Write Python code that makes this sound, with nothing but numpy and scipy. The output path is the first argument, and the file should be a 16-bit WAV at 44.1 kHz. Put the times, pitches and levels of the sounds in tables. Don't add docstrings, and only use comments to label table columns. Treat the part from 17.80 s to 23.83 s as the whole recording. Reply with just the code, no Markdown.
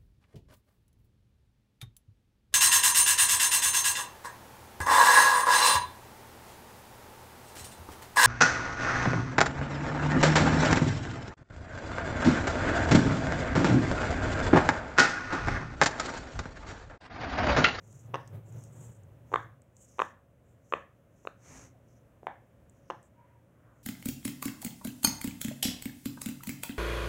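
import sys
import numpy as np
from scipy import signal
from scipy.fft import rfft, irfft
from scipy.io import wavfile
from scipy.ndimage import uniform_filter1d

SR = 44100
rng = np.random.default_rng(int(sys.argv[2]) if len(sys.argv) > 2 else 0)


def transcribe(u):
    v = np.clip(np.atleast_2d(u).T, -1, 1)
    q = np.round(v * 32767).astype(np.int16)
    wavfile.write(sys.argv[1], SR, q)


N = 265923
T = np.arange(N) / SR

# (frequency [Hz], level [dB])
AIR_COLOUR = [(30, -11.5), (55, -2.5), (85, 1), (120, 0.5), (200, -5.5), (290, -8.5), (420, -13.5),
              (570, -9), (820, -20.5), (1500, -24.5), (3000, -33.5), (4600, -45), (6300, -39), (10000, -41),
              (16000, -41)]
# (frequency [Hz], mean level [dB])
HUM_LINES = [(118.4, -69), (522, -83.5), (554.5, -79)]
# (time [s], level [dB])
RUMBLE_LEVEL = [(0.0, -58), (0.082, -52), (0.52, -49), (0.55, -41), (0.622, -52.5), (0.778, -44.5),
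                (0.828, -51.5), (1.102, -44), (1.118, -51), (1.354, -56), (1.606, -49), (1.824, -68),
                (1.85, -81)]
# (frequency [Hz], level [dB])
RUMBLE_COLOUR = [(50, -17.5), (85, -9.5), (105, -0.5), (120, 0), (145, 0.5), (170, -8.5), (220, -16),
                 (550, -20), (1000, -29), (3500, -44.5), (4600, -55.5), (14000, -47)]
# (time [s], level [dB], pitch [Hz])
TICKS = [(.127, -56, 7800), (.476, -49.5, 6500), (.7245, -56, 7300), (.8387, -49, 7950),
         (1.235, -62.5, 7400), (1.819, -60.5, 7500), (1.967, -53.5, 6900), (4.8965, -57, 7600),
         (5.2287, -57, 7700)]
# (frequency [Hz], level [dB])
HISS_COLOUR = [(1500, -20.5), (3000, -0.5), (3600, -9.5), (4500, -12.5), (5600, -1.5), (8500, 5),
               (10800, -0.5), (14000, -3), (16000, -7.5)]
# (middle [s], half length [s], level [dB], pitch [Hz])
SLIDES = [(.145, .11, -68, 6800), (.68, .04, -73, 7200), (.82, .09, -68, 6600), (1.04, .12, -64.5, 7350),
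          (2.025, 0.061, -65.5, 7200), (2.11, .06, -70, 6460), (2.702, 0.055, -83.5, 7430),
          (4.137, 0.072, -80, 6200), (4.97, 0.073, -86, 6500), (5.252, 0.027, -77.5, 7500),
          (6.001, 0.062, -83.5, 6730)]
# (middle [s], dome pitch [Hz], rim pitch [Hz],
# ring length [factor], room send [dB], rub level [dB], tick against its snap [dB], rub and tick pitch [Hz])
PRESSES = [(0.42, 1055, 2720, .98, 5.8, -76.5, -29, 5500), (1.565, 1132, 2150, 1.03, 3.5, -72.5, -42, 6550),
           (2.21, 1120, 2480, 0.97, 1.5, -65.5, -40, 6400), (2.925, 1170, 2520, 1.1, 3, -74.5, -45, 6630),
           (3.43, 1270, 2600, .78, -1.2, -77, -48, 6550), (4.46, 890, 2200, 0.7, 7, -90.5, -43, 6400),
           (5.125, 1074, 2850, .85, 5.5, -78.5, -31, 5850)]
# (time [s], level [dB], hollow under the dome [dB], rim [dB], bright crack [dB])
SNAPS = [(.3389, -36, 12.5, 2, -5), (.3431, -18.5, 3, 3, 3), (.3486, -22.5, 1.5, 1, -1),
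         (.3559, -23, 7, 3, 4.5), (1.5184, -34.5, 10, -28, -3), (1.5282, -31, 13, -9, -6),
         (1.5386, -18, 5.5, -4.5, 0), (1.5412, -10.3, -1, -7, 5), (1.559, -12.5, -5, 1.5, 12),
         (2.1851, -36, 7, 3, 5), (2.1931, -14.3, -3, 1, 10), (2.2008, -13, 0.5, -2, 3.5),
         (2.219, -11, -3, 1, 3.5), (2.9246, -18.5, 2, -5, 1), (2.9372, -13.5, 6, 7, -1.5),
         (3.452, -39.5, 16.5, -8, -9), (3.473, -21.5, 7, 6.5, 4), (4.432, -43, 15, -21, -10),
         (4.4697, -18.3, -4.5, 0, -2), (5.1018, -20.5, 3.5, -4.5, 0), (5.1075, -26, 6.5, 2.5, -1)]
# (frequency [Hz], level [dB], ring time [s]); each press retunes most and rescales the ring times
DOME_MODES = [(496, -10.5, 0.0021), (1094, -1, 0.0022), (1710, -16.3, 0.0012), (2400, -16, 0.0019),
              (2916, -25.5, .0013), (3670, -32, .0012), (6090, -44, 0.002)]
# (frequency [Hz],
# gain [dB])
POP_COLOUR = [(50, -28.5), (200, -14.5), (320, -3), (420, -0.5), (3700, -1.5), (4250, -7), (4700, -11),
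              (5300, -15), (6000, -5.5), (8500, -6), (11000, -12), (16000, -20.5)]
# (frequency [Hz], level [dB])
ROOM_COLOUR = [(150, 20.5), (400, -6.5), (700, 1.5), (1100, -6.5), (1800, 5.5), (2600, -7.5), (4000, 1.5),
               (6300, -1), (12000, -2)]
# (frequency [Hz], level [dB])
SWEEP_COLOUR = [(150, 6), (270, 1), (400, -1.5), (1000, -3.5), (2300, -7), (3500, -19), (4600, -19),
                (5200, -14.5), (5700, -6), (6400, -1), (7600, -9.5), (10000, -21), (16000, -32)]
# (middle [s], half length [s], level [dB], pitch [Hz], width [octaves])
WHINES = [(3.807, 0.11, -60, 267.6, 0.085), (3.96, 0.025, -64, 702, 0.11), (5.32, .02, -65, 614, .08),
          (5.42, 0.048, -64.5, 960, 0.075), (5.54, 0.07, -71, 940, 0.11), (5.468, 0.12, -76, 1570, 0.74),
          (5.89, 0.16, -71, 1220, 0.63)]

AIR_DB = -61.3
PRESS_HALF_S = .085
JUMPS_PER_S, JUMP_DB, JUMP_DECAY_S = 10, 2, .002
DOME_HZ, RIM_HZ, CRACK_MODE = 1120, 2400, 5
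FULL_SNAP_DB, SLACK_OCTAVES_PER_DB, SLACK_MOST_OCTAVES = -23.5, 0.1, .35
SWEEP_START_S, SWEEP_END_S, SWEEP_DB, SWEEP_ARCH_DB, SWEEP_EDGE_DB_PER_S = 3.646, 3.868, -52.5, 7, 332
CUT_HZ = 15750


def undb(db):
    return 10 ** (np.asarray(db) / 20)


def unit(x):
    return x / np.sqrt(np.mean(x ** 2))


def colour(x, points):
    hz, db = np.transpose(points)
    f = np.maximum(np.arange(len(x) // 2 + 1) * SR / len(x), 1)
    gain = undb(np.interp(np.log(f), np.log(hz), db))
    return irfft(rfft(x) * gain, len(x))


def noise(points, length=N):
    return unit(colour(rng.standard_normal(length), points))


def band(hz, octaves):
    steps = np.arange(-6, 7) / 2
    return np.c_[hz * 2 ** (steps * octaves), 20 * np.log10(np.exp(-steps ** 2))]


def walk(rate):
    k = int(SR / rate)
    held = np.repeat(rng.standard_normal(N // k + 1), k)
    smooth = uniform_filter1d(uniform_filter1d(held, k), k)
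    return unit(smooth[:N])


def wavering(hz, drift_hz):
    phase = 2 * np.pi * np.cumsum(hz + drift_hz * walk(14)) / SR
    return np.sqrt(2) * np.sin(phase)


def add(track, start, sound):
    i = max(int(start * SR), 0)
    track[i:i + len(sound)] += sound[:N - i]


def swish(middle_s, half_s, points, squareness=2):
    t = np.arange(SR) / SR + max(middle_s - .5, 0)
    envelope = np.exp(-np.abs((t - middle_s) / half_s) ** squareness)
    return t[0], noise(points, SR) * envelope


def press_at(s):
    return min(PRESSES, key=lambda press: abs(press[0] - s))


def room(x, t60_s=0.32, build_s=0.0073, tail_db=-11, ceiling_db=-20):
    t = np.arange(SR * 3 // 5) / SR
    decay = undb(-60 * t / t60_s)
    build_up = 1 - np.exp(-(t / build_s) ** 2)
    tail = noise(ROOM_COLOUR, len(t)) * decay * build_up
    tail = tail / np.sqrt(np.sum(tail ** 2))
    ceiling = np.exp(-((t - .0133) / .00012) ** 2)
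    ceiling = ceiling / ceiling.sum()
    response = undb(tail_db) * tail + undb(ceiling_db) * ceiling
    return signal.fftconvolve(x, response)[:N]


def air():
    wander_db = .8 * walk(5)
    return noise(AIR_COLOUR) * undb(AIR_DB + wander_db)


def hum(waver_db=2.5):
    out = np.zeros(N)
    for hz, db in HUM_LINES:
        out += undb(db + waver_db * walk(5.8)) * wavering(hz, drift_hz=1.517)
    return out


def throb(tone_db=-2, rumble_db=-4, flutter_db=2.2):
    s, db = np.transpose(RUMBLE_LEVEL)
    sounding = (T >= s[0] - .05) & (T <= s[-1] + .05)
    level = undb(np.interp(T, s, db)) * sounding
    flutter = undb(flutter_db * walk(21.96))
    tone = undb(tone_db) * wavering(hz=114, drift_hz=7)
    rumble = undb(rumble_db) * noise(RUMBLE_COLOUR)
    return level * flutter * (tone + rumble)


def ticks(splash_db=-13, width_octaves=.25, decay_s=.0018):
    out = np.zeros(N)
    t = np.arange(SR // 50) / SR
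    peels = list(TICKS)
    for s, db, *_ in SNAPS:
        *_, tick_db, hz = press_at(s)
        peels.append((s, db + tick_db, hz))
    for s, db, hz in peels:
        chance = rng.standard_normal(len(t))
        pitched = unit(colour(chance, band(hz, width_octaves)))
        splash = undb(splash_db) * unit(colour(chance, HISS_COLOUR))
        add(out, s, undb(db) * (pitched + splash) * np.exp(-t / decay_s))
    return out + room(out)


def jumps():
    starts = (rng.random(N) < JUMPS_PER_S / SR) * rng.random(N)
    spikes = signal.lfilter([1], [1, -np.exp(-1 / (JUMP_DECAY_S * SR))], starts)
    return 1 + undb(JUMP_DB) * spikes


def rubbing(width_octaves=0.26, hiss_db=-8, catch_db=1.9, pressure_db=1.2, squareness=2.6):
    rub = np.zeros(N)
    pushes = [(s, PRESS_HALF_S, rub_db, hz) for s, *_, rub_db, _, hz in PRESSES]
    for s, half_s, db, hz in list(SLIDES) + pushes:
        start, tone = swish(s, half_s, band(hz, width_octaves), squareness)
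        _, hiss = swish(s, half_s, HISS_COLOUR, squareness)
        add(rub, start, undb(db) * (tone + undb(hiss_db) * hiss))
    unevenness = undb(catch_db * walk(120) + pressure_db * walk(24))
    return rub * jumps() * unevenness


def snap(t, ring_hz, length, hollow_db, rim_db, rim_hz, crack_db,
         run_up_cycles=0.23, grip=1.57, hollow_follows=.4, scatter_s=0.00013):
    out = 0
    pitch, rim = ring_hz / DOME_HZ, rim_hz / RIM_HZ
    tuning = [pitch ** hollow_follows, pitch, 1, rim, rim, np.sqrt(rim), 1]
    trims_db = [hollow_db, 0] + [rim_db] * (len(DOME_MODES) - 2)
    trims_db[CRACK_MODE] += crack_db
    for k, (hz, db, ring_s) in enumerate(DOME_MODES):
        age = t
        if k > 1:
            age = t - scatter_s * rng.standard_normal()
        run_up = np.minimum(age, 0) * ring_hz / run_up_cycles
        if k > 1:
            run_up = -run_up ** 2
        choke = (np.maximum(age, 0) / (ring_s * length)) ** grip
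        ringing = np.cos(2 * np.pi * hz * tuning[k] * age)
        out = out + undb(db + trims_db[k]) * np.exp(run_up - choke) * ringing
    return out


def pops():
    direct, room_send = np.zeros(N), np.zeros(N)
    t = np.arange(-SR // 400, SR // 80) / SR
    for s, db, hollow_db, rim_db, crack_db in SNAPS:
        _, dome_hz, rim_hz, length, room_db, *_ = press_at(s)
        slack = np.clip((FULL_SNAP_DB - db) * SLACK_OCTAVES_PER_DB, 0, SLACK_MOST_OCTAVES)
        ring_hz = dome_hz * 2 ** -slack
        sound = undb(db) * snap(t, ring_hz, length, hollow_db, rim_db, rim_hz, crack_db)
        add(direct, s + t[0], sound)
        add(room_send, s + t[0], undb(room_db) * sound)
    return colour(direct + room(room_send), POP_COLOUR)


def friction(points, grain_db):
    size_db = grain_db * np.minimum(rng.exponential(size=N), 6)
    slips = rng.standard_normal(N) * undb(size_db)
    return unit(colour(slips, points))


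def carpet_sweep():
    touching = np.clip(T, SWEEP_START_S, SWEEP_END_S)
    way = 2 * (touching - SWEEP_START_S) / (SWEEP_END_S - SWEEP_START_S) - 1
    edge_db = SWEEP_EDGE_DB_PER_S * np.abs(T - touching)
    level = undb(SWEEP_DB - SWEEP_ARCH_DB * way ** 2 - edge_db)
    return friction(SWEEP_COLOUR, grain_db=3) * level


def whines():
    out = np.zeros(N)
    for s, half_s, db, hz, octaves in WHINES:
        start, whine = swish(s, half_s, band(hz, octaves))
        add(out, start, undb(db) * whine)
    return out


def scene():
    background = air() + hum() + throb() + whines()
    toy_and_hand = ticks() + rubbing() + pops() + carpet_sweep()
    return (background + toy_and_hand)[None]


def record(dry):
    low_cut = signal.butter(4, 45, "high", fs=SR, output="sos")
    top_cut = signal.ellip(10, .2, 70, CUT_HZ, fs=SR, output="sos")
    return signal.sosfilt(top_cut, signal.sosfilt(low_cut, dry))


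dry = scene()
out = record(dry)
transcribe(out)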